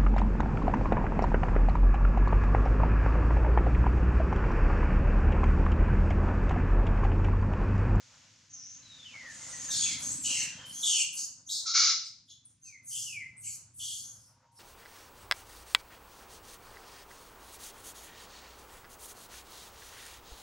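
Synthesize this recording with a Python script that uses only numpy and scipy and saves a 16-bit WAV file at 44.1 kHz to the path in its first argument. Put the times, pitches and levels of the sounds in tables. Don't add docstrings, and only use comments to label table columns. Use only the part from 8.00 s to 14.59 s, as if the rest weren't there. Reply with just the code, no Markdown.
import sys
import numpy as np
from scipy import signal
from scipy.fft import rfft, irfft
from scipy.io import wavfile
from scipy.ndimage import uniform_filter1d

SR = 44100
rng = np.random.default_rng(int(sys.argv[2]) if len(sys.argv) > 2 else 0)


def unload_audio(sound):
    columns = np.transpose(np.atleast_2d(sound))
    steps = np.round(np.clip(columns, -1, 1) * 32767)
    wavfile.write(sys.argv[1], SR, steps.astype(np.int16))


N = 290663
TIME = np.arange(N) / SR

COO_CRIES = [(.82, .22, 4170, 3432, -54.5, 5.5), (1.035, 0.11, 3403, 2285, -50.5, -12),
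             (1.135, 0.2, 2310, 1698, -47.5, -10), (1.4, 0.079, 2130, 1997, -56.5, -3),
             (1.525, 0.13, 1952, 1852, -56, -16), (1.68, 0.13, 1702, 1593, -55.5, -26),
             (2.54, .18, 3193, 3080, -52.5, 4), (2.73, 0.11, 3130, 3490, -53.5, 9),
             (4.645, .125, 2777, 2060, -57.5, 12), (5.055, 0.18, 3084, 2025, -43.5, 5)]
SQUEAL_CRIES = [(1.695, 0.25, 3807, 3280, -38, -10.5), (2.236, 0.24, 2985, 2704, -36.5, -5.5),
                (2.822, .21, 3780, 2758, -30.5, -4.5), (3.483, .11, 3747, 3787, -40.5, -8),
                (4.272, 0.046, 3685, 3350, -55.5, 1.5), (4.903, 0.084, 3126, 3150, -46.5, 9),
                (5.43, 0.064, 2800, 2927, -56.5, -4), (5.79, 0.17, 3146, 3368, -43, -3.5)]
CRACKED_CRIES = [(1.72, .12, 3172, 2810, -53, -11), (1.83, .11, 2800, 2170, -45.5, -4),
                 (2.33, 0.074, 2417, 1981, -47, 13), (2.45, 0.18, 1865, 1655, -57, -0.5),
                 (5.44, 0.112, 2400, 2287, -59.5, -19)]
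WHISTLE_CRIES = [(1.61, .1, 6900, 5980, -42, 18), (1.77, .1, 6790, 6430, -31.5, 1),
                 (2.04, 0.078, 6310, 7660, -34.5, 7), (2.125, 0.14, 8190, 6100, -41, 10),
                 (2.37, .04, 6200, 6020, -33, -3), (4.447, 0.019, 8850, 9010, -52, -12),
                 (4.612, 0.075, 6400, 6130, -52.5, 15), (4.86, 0.0388, 6500, 6350, -49, 1),
                 (5.362, 0.043, 8280, 8150, -51, -6), (5.44, 0.054, 7950, 6920, -41.5, 6),
                 (5.735, .11, 9440, 7320, -65, -17)]
WHIMPER_CRIES = [(.49, 0.047, 6400, 6100, -53.5, 6), (.529, 0.083, 6260, 5740, -47.5, -8),
                 (.618, 0.16, 5750, 6450, -46, -4), (2.72, 0.097, 6450, 6300, -41.5, 13),
                 (3.185, .065, 6100, 6800, -34.5, 0), (3.459, 0.059, 6380, 6530, -47, 2),
                 (4.292, 0.0468, 6680, 6450, -55, -5), (6.03, 0.086, 6200, 6550, -44.5, -3),
                 (6.17, 0.13, 6100, 5550, -71, 9)]


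def tonal_cries():
    coos = cries(COO_CRIES, attack_s=0.011, release_s=0.023, bend=0.8, flutter_db=3.0,
                 waver=0.01042, rough=0.18, spread_hz=144, overtones_db=[-36])
    squeals = cries(SQUEAL_CRIES, attack_s=0.02, release_s=0.04, bend=0.6, flutter_db=2.1,
                    waver=0.022, rough=0.46, spread_hz=330, overtones_db=[-9, -13])
    cracks = cries(CRACKED_CRIES, attack_s=0.047, release_s=0.097, bend=0.78, flutter_db=4.0,
                   waver=0.04, rough=0.94, spread_hz=220, overtones_db=[-7])
    whistles = cries(WHISTLE_CRIES, attack_s=0.012, release_s=0.031, bend=3.2, flutter_db=1.5,
                     waver=0.013, rough=0.61, spread_hz=190, overtones_db=[])
    whimpers = cries(WHIMPER_CRIES, attack_s=0.01, release_s=0.02, bend=1.0, flutter_db=1.5,
                     waver=0.016, rough=0.6, spread_hz=550, overtones_db=[])
    return coos + squeals + cracks + whistles + whimpers


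# [start t/s, length t/s, attack t/s, throat level/dB, open mouth level/dB,
# hiss at the teeth level/dB, swell/dB, mouth resonance f/Hz]
HOARSE_AIR = [(1.29, 0.37, 0.01, -44, -60, -63, 10.5, 4674),
              (1.687, 0.26, 0.031, -32.5, -37.5, -52.5, -8.5, 4360),
              (2.005, 0.16, 0.017, -38, -52.5, -49, -4, 4500),
              (2.215, .22, 0.038, -31, -40, -47, -2.5, 4296),
              (2.675, 0.15, .02, -67, -54.5, -46.5, 8, 4500),
              (2.801, 0.22, 0.063, -27, -38, -45.5, -1, 4540),
              (3.141, .11, 0.037, -38, -40.5, -45.5, -8.5, 4800),
              (3.47, .14, 0.057, -35, -34, -65, -9, 4420), (4.024, 0.05, 0.018, -59, -46, -76, 6, 5000),
              (4.271, 0.045, 0.022, -72, -51.5, -84, -5.5, 3950),
              (4.455, 0.058, 0.032, -69.5, -91, -77.5, 1, 4505),
              (4.608, 0.081, 0.071, -54, -58, -66.5, 0.5, 4530),
              (4.845, 0.28, 0.17, -36.5, -45, -42, -17, 4943),
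              (5.397, 0.15, 0.065, -42, -55, -47.5, 2.5, 4525),
              (5.752, 0.26, 0.1, -40, -48, -44.5, -6.5, 4520),
              (5.959, 0.14, 0.034, -59, -66, -50, -14, 4575),
              (6.121, 0.19, 0.034, -89, -68, -63.5, -11, 5240),
              (6.538, 0.051, 0.014, -74, -63, -64.5, 13, 5190)]
# [f/Hz, density level/dB per Hz]
THROAT_COLOUR = [(3900, -56), (4500, -33), (5300, -12), (6000, 6), (6700, 13), (7600, -7.5), (8600, -19),
                 (10000, -13), (13000, -46.5)]
# [f/Hz, density level/dB per Hz]
MOUTH_COLOUR = [(3000, -40.5), (3850, -14.5), (4200, -12), (4550, -8), (5000, -2), (5500, 1.5),
                (7000, -49.5)]
# [f/Hz, density level/dB per Hz]
TEETH_COLOUR = [(5000, -35.5), (8000, 2), (10000, 7.5), (11500, -2.5), (13000, -19.5), (14500, -33.5),
                (15700, -39)]
# (onset delay t/s, release t/s)
TEETH_TIMING, THROAT_TIMING, MOUTH_TIMING = (-0.027, 0.05), (0.0069, 0.041), (0.014, 0.017)
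MOUTH_RING_DB, MOUTH_WIDTH_HZ = 0, 430


def rasp():
    start_s, length_s, attack_s, throat_db, mouth_db, teeth_db, swell_db, mouth_hz = np.transpose(HOARSE_AIR)
    puffs = from_db(1.33 * drift(180))

    ringing = throat_rings(wander=0.025, swell_db=3.5)
    throat = (noise(THROAT_COLOUR, puffs) + np.sqrt(2) * ringing) / np.sqrt(3)

    centre_hz = glides(start_s, length_s, mouth_hz, mouth_hz, bend=1)
    mouth_ring = folds(centre_hz, waver=0.025, rough=0.8, spread_hz=MOUTH_WIDTH_HZ, overtones_db=[])
    mouth = rms_one(noise(MOUTH_COLOUR, puffs) + from_db(MOUTH_RING_DB) * mouth_ring)

    teeth = noise(TEETH_COLOUR, puffs)
    parts = [(throat, throat_db, THROAT_TIMING), (mouth, mouth_db, MOUTH_TIMING), (teeth, teeth_db, TEETH_TIMING)]
    total = 0
    for air, db, (delay_s, release_s) in parts:
        level = envelope(zip(start_s, length_s, attack_s, db, swell_db), release_s, delay_s)
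        total = total + air * from_db(1.1 * drift(30)) * level
    return total


# [f/Hz, half width f/Hz, level/dB]
THROAT_RESONANCES = [(5900, 220, -7), (6500, 350, -4.5), (7430, 460, 0.5), (8500, 400, -5.5)]


def throat_rings(wander, swell_db):
    out = 0
    for hz, width_hz, db in THROAT_RESONANCES:
        phase = 2 * np.pi * np.cumsum(hz * (1 + wander * drift(14))) / SR
        ring = drift(width_hz) * np.cos(phase) + drift(width_hz) * np.sin(phase)
        out = out + from_db(db + swell_db * drift(16)) * ring
    power = uniform_filter1d(out ** 2, SR // 25)
    return rms_one(out / np.sqrt(power + 1e-9))


# [start t/s, length t/s, attack t/s, level/dB,
# low resonance level/dB, low tone level/dB, low tone f/Hz, swell/dB]
SCREAM_BURSTS = [(3.652, .055, 0.018, -29, -55.5, -39.5, 1320, 0.5),
                 (3.73, 0.18, 0.033, -21, -36, -35, 1354, -6.5)]
# [f/Hz, density level/dB per Hz]
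SCREAM_HIGH_COLOUR = [(2600, -65), (3300, -10), (3800, 0.5), (5300, 4.5), (6000, 3.5), (6700, 0),
                      (7500, -14.5), (8300, -40.5), (9300, -36), (10100, -23.5), (12000, -44.5),
                      (15000, -64)]
# [f/Hz, density level/dB per Hz]
SCREAM_LOW_COLOUR = [(450, -48), (700, -39), (950, -23.5), (1150, -6.5), (1350, -1), (1650, -5), (1850, -9),
                     (2050, -1), (2300, 5), (2500, -7), (2750, -3.5), (3100, -5), (4200, -54)]


def scream():
    start_s, length_s, attack_s, high_db, low_db, tone_db, tone_hz, swell_db = np.transpose(SCREAM_BURSTS)
    puffs = from_db(0.77 * drift(300))
    pitch = glides(start_s, length_s, tone_hz, tone_hz, bend=1)
    tone = folds(pitch, waver=0.022, rough=0.6, spread_hz=78, overtones_db=[-22, -8, -6])
    high, low = noise(SCREAM_HIGH_COLOUR, puffs), noise(SCREAM_LOW_COLOUR, puffs)
    total = 0
    for sound, db in [(high, high_db), (low, low_db), (tone, tone_db)]:
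        total = total + sound * envelope(zip(start_s, length_s, attack_s, db, swell_db), release_s=0.064)
    return total


def cries(table, attack_s, release_s, bend, flutter_db, waver, rough, spread_hz, overtones_db):
    start_s, length_s, first_hz, last_hz, db, swell_db = np.transpose(table)
    level = envelope(zip(start_s, length_s, [attack_s] * len(table), db, swell_db), release_s)
    pitch = glides(start_s, length_s, first_hz, last_hz, bend)
    flutter = from_db(flutter_db * drift(23))
    return level * flutter * folds(pitch, waver, rough, spread_hz, overtones_db)


def folds(pitch, waver, rough, spread_hz, overtones_db):
    phase = 2 * np.pi * np.cumsum(pitch * (1 + waver * drift(90))) / SR
    rough = np.clip(rough, 0, 1)
    wave = 0
    for k, db in enumerate([0] + overtones_db, 1):
        smear = drift(k * spread_hz) + 1j * drift(k * spread_hz)
        swing = np.sqrt(1 - rough) + np.sqrt(rough / 2) * smear
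        wave = wave + from_db(db) * np.real(swing * np.exp(1j * k * phase))
    return rms_one(wave)


def envelope(rows, release_s, delay_s=0):
    out = np.zeros(N)
    for start_s, length_s, attack_s, db, swell_db in rows:
        span = slice(*np.searchsorted(TIME, [start_s + delay_s, start_s + length_s + release_s]))
        t = TIME[span] - start_s
        rise = np.sin(np.pi / 2 * np.minimum((t - delay_s) / attack_s, 1))
        fall = np.minimum(1 - (t - length_s) / release_s, 1)
        held = from_db(db + swell_db * (np.clip(t / length_s, 0, 1) - 0.5))
        out[span] = np.maximum(out[span], held * (rise * fall) ** 2)
    return out


def glides(start_s, length_s, first_hz, last_hz, bend):
    pitch = np.full(N, first_hz[0])
    for start, length, first, last in zip(start_s, length_s, first_hz, last_hz):
        begun = TIME >= start
        progress = np.minimum((TIME[begun] - start) / length, 1)
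        pitch[begun] = first + (last - first) * progress ** bend
    return pitch


# [band centre f/Hz, 60 dB decay t/s, level against the direct sound/dB,
# left-right likeness 0-1]
FOREST_TAIL = [(1310, 0.4, -3.5, 0.9), (2900, 0.48, -1, 0.79), (4054, 0.48, 1, 0.6), (6500, 0.45, -2, 0.17),
               (11300, 0.19, -2.5, 0)]


def forest(x):
    t, centres = TIME[:SR], [row[0] for row in FOREST_TAIL]
    shared, left, right = rng.standard_normal((3, SR))
    response = np.zeros((2, SR)) + (t == 0)
    for own, (hz, t60, wet_db, alike) in zip(np.eye(len(FOREST_TAIL)), FOREST_TAIL):
        alike = np.clip(alike, 0, 1)
        band = np.interp(np.arange(SR // 2 + 1), centres, own)
        sides = np.sqrt(alike) * shared + np.sqrt(1 - alike) * np.array([left, right])
        scatter = irfft(rfft(sides) * band, SR)
        decay = from_db(-60 * t / t60) * np.clip(t / 0.011, 0, 1)
        response += from_db(wet_db) * scatter * decay / np.linalg.norm(decay)
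    return from_db(-4.0) * signal.fftconvolve(x[None], response, axes=1)[:, :N]


# [t/s, level/dB]
IDLE_CURVE = [(0, -70), (3.2, -79.5), (4.7, -72), (5.03, -62.5), (5.5, -62.5), (6.12, -63.5), (6.3, -68),
              (6.59, -72)]
# [t/s, level/dB]
CLATTER_CURVE = [(.15, -70), (.5, -80), (1.0, -74.5), (1.25, -63.5), (1.65, -59), (2.55, -64.5), (3.0, -66),
                 (3.35, -77), (3.9, -71.5), (4.3, -92.5), (5.0, -81), (5.9, -79.5), (6.2, -71), (6.59, -82)]
# [t/s, level/dB]
WHEEL_CURVE = [(.2, -60), (.5, -65), (1.0, -57.5), (1.85, -47.5), (2.3, -57.5), (2.65, -56.5), (3.4, -82),
               (4.6, -80.5), (6.59, -78)]
# [f/Hz, density level/dB per Hz]
EXHAUST_COLOUR = [(18, -46.5), (30, -12.5), (43, -5.5), (76, -5.5), (98, -0.5), (167, -0.5), (208, -5.5),
                  (249, -1), (278, -3.5), (325, -10), (430, -28), (560, -57), (950, -120)]
IDLE_COLOUR = [(18, -48.5), (30, -26), (64, -10), (81, -9.5), (108, 4.5), (129, -1.5), (182, -13),
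               (252, -13.5), (430, -29.5), (560, -61.5), (950, -120)]
CLATTER_COLOUR = [(300, -24.5), (420, -18.5), (510, 9), (570, -0.5), (620, 3), (720, 0), (860, 2.5),
                  (980, 5.5), (1120, 2.5), (1450, 3.5), (1750, -4.5), (3000, -19), (8000, -32.5)]
WHEEL_COLOUR = [(500, -39.5), (1100, -11), (1700, -1.5), (2600, -0.5), (4200, -0.5), (5500, 3), (6800, 3.5),
                (8000, -9.5), (10000, -22), (15000, -40.5)]
FIRING_HZ = 25.1
NEAREST_S, NEAR_FOR_S = 2.057, 0.29
EXHAUST_DB, EXHAUST_LOSS_DB = -51.5, 8.5


def engine():
    idle_db, = in_time(IDLE_CURVE)
    clatter_db, = in_time(CLATTER_CURVE)
    wheels_db, = in_time(WHEEL_CURVE)
    distance = np.hypot(1, (TIME - NEAREST_S) / NEAR_FOR_S)
    near_db = EXHAUST_DB - EXHAUST_LOSS_DB * np.log2(distance)

    cycle = np.cumsum(FIRING_HZ * (1 + 0.0091 * drift(1.8))) / SR % 1
    puffs = 0.38 + np.exp(-cycle / 0.64)
    near = from_db(near_db) * wide(EXHAUST_COLOUR, side_db=-22, puffs=puffs)
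    far = from_db(idle_db) * wide(IDLE_COLOUR, side_db=-23, puffs=puffs)
    no_deep_bass = signal.butter(4, 45, "high", fs=SR, output="sos")
    exhaust = signal.sosfilt(no_deep_bass, near + far)

    clatter = from_db(clatter_db + 2.95 * drift(8.7)) * wide(CLATTER_COLOUR, side_db=-17)
    wheels = from_db(wheels_db) * wide(WHEEL_COLOUR, side_db=-8)
    return exhaust + clatter + wheels


def wide(spectrum, side_db, puffs=1):
    middle = noise(spectrum, puffs)
    side = from_db(side_db) * noise(spectrum, puffs)
    return middle + side * [[1], [-1]]


# [start t/s, length t/s, first pitch f/Hz, last pitch f/Hz, level/dB, swell/dB]
FAR_WHINE = [(6.25, 0.35, 951, 934, -74, 15.5)]


def whine():
    return cries(FAR_WHINE, attack_s=0.08, release_s=0.039, bend=0.6, flutter_db=2.5,
                 waver=0.006, rough=0.25, spread_hz=174, overtones_db=[])


def noise(spectrum, puffs=1):
    source = puffs * rng.standard_normal(N)
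    return rms_one(irfft(rfft(source) * from_db(at_bins(spectrum)), N))


def drift(rate_hz):
    lowpass = signal.butter(4, rate_hz, fs=SR, output="sos")
    settled = signal.sosfilt(lowpass, rng.standard_normal(N + SR))[SR:]
    return rms_one(settled)


def from_db(db):
    return 10 ** (np.asarray(db) / 20)


def rms_one(x):
    return x / np.sqrt(np.mean(x ** 2) + 1e-20)


def in_time(rows):
    s, *columns = np.transpose(rows)
    return [np.interp(TIME, s, c) for c in columns]


def at_bins(points):
    hz, value = np.transpose(points)
    bin_hz = np.arange(N // 2 + 1) * SR / N
    return np.interp(np.log(bin_hz + 1), np.log(hz), value)


# [f/Hz, phase by which the left leads/rad]
PORT_LEAD = [(100, 0), (2900, .02), (3700, .1), (5500, .47), (7000, 1.05), (8200, 1.9), (10400, 2.6),
             (12500, 3.0), (16000, 3.1)]


def scene():
    voice = forest(tonal_cries() + rasp() + scream())
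    turn = np.exp(0.5j * at_bins(PORT_LEAD) * [[1], [-1]])
    lift = from_db(at_bins([(3000, 0.65), (6000, 0.47), (8000, 1.7), (11000, 2.7), (15000, 22.0)]))
    at_ports = irfft(rfft(voice) * turn * lift, N)
    return (at_ports + engine() + whine()) * from_db([[0.25], [-0.25]])


def record(dry):
    lowpass = signal.ellip(10, 0.1, 70, 15700, fs=SR, output="sos")
    return signal.sosfiltfilt(lowpass, dry)


dry = scene()
out = record(dry)
unload_audio(out)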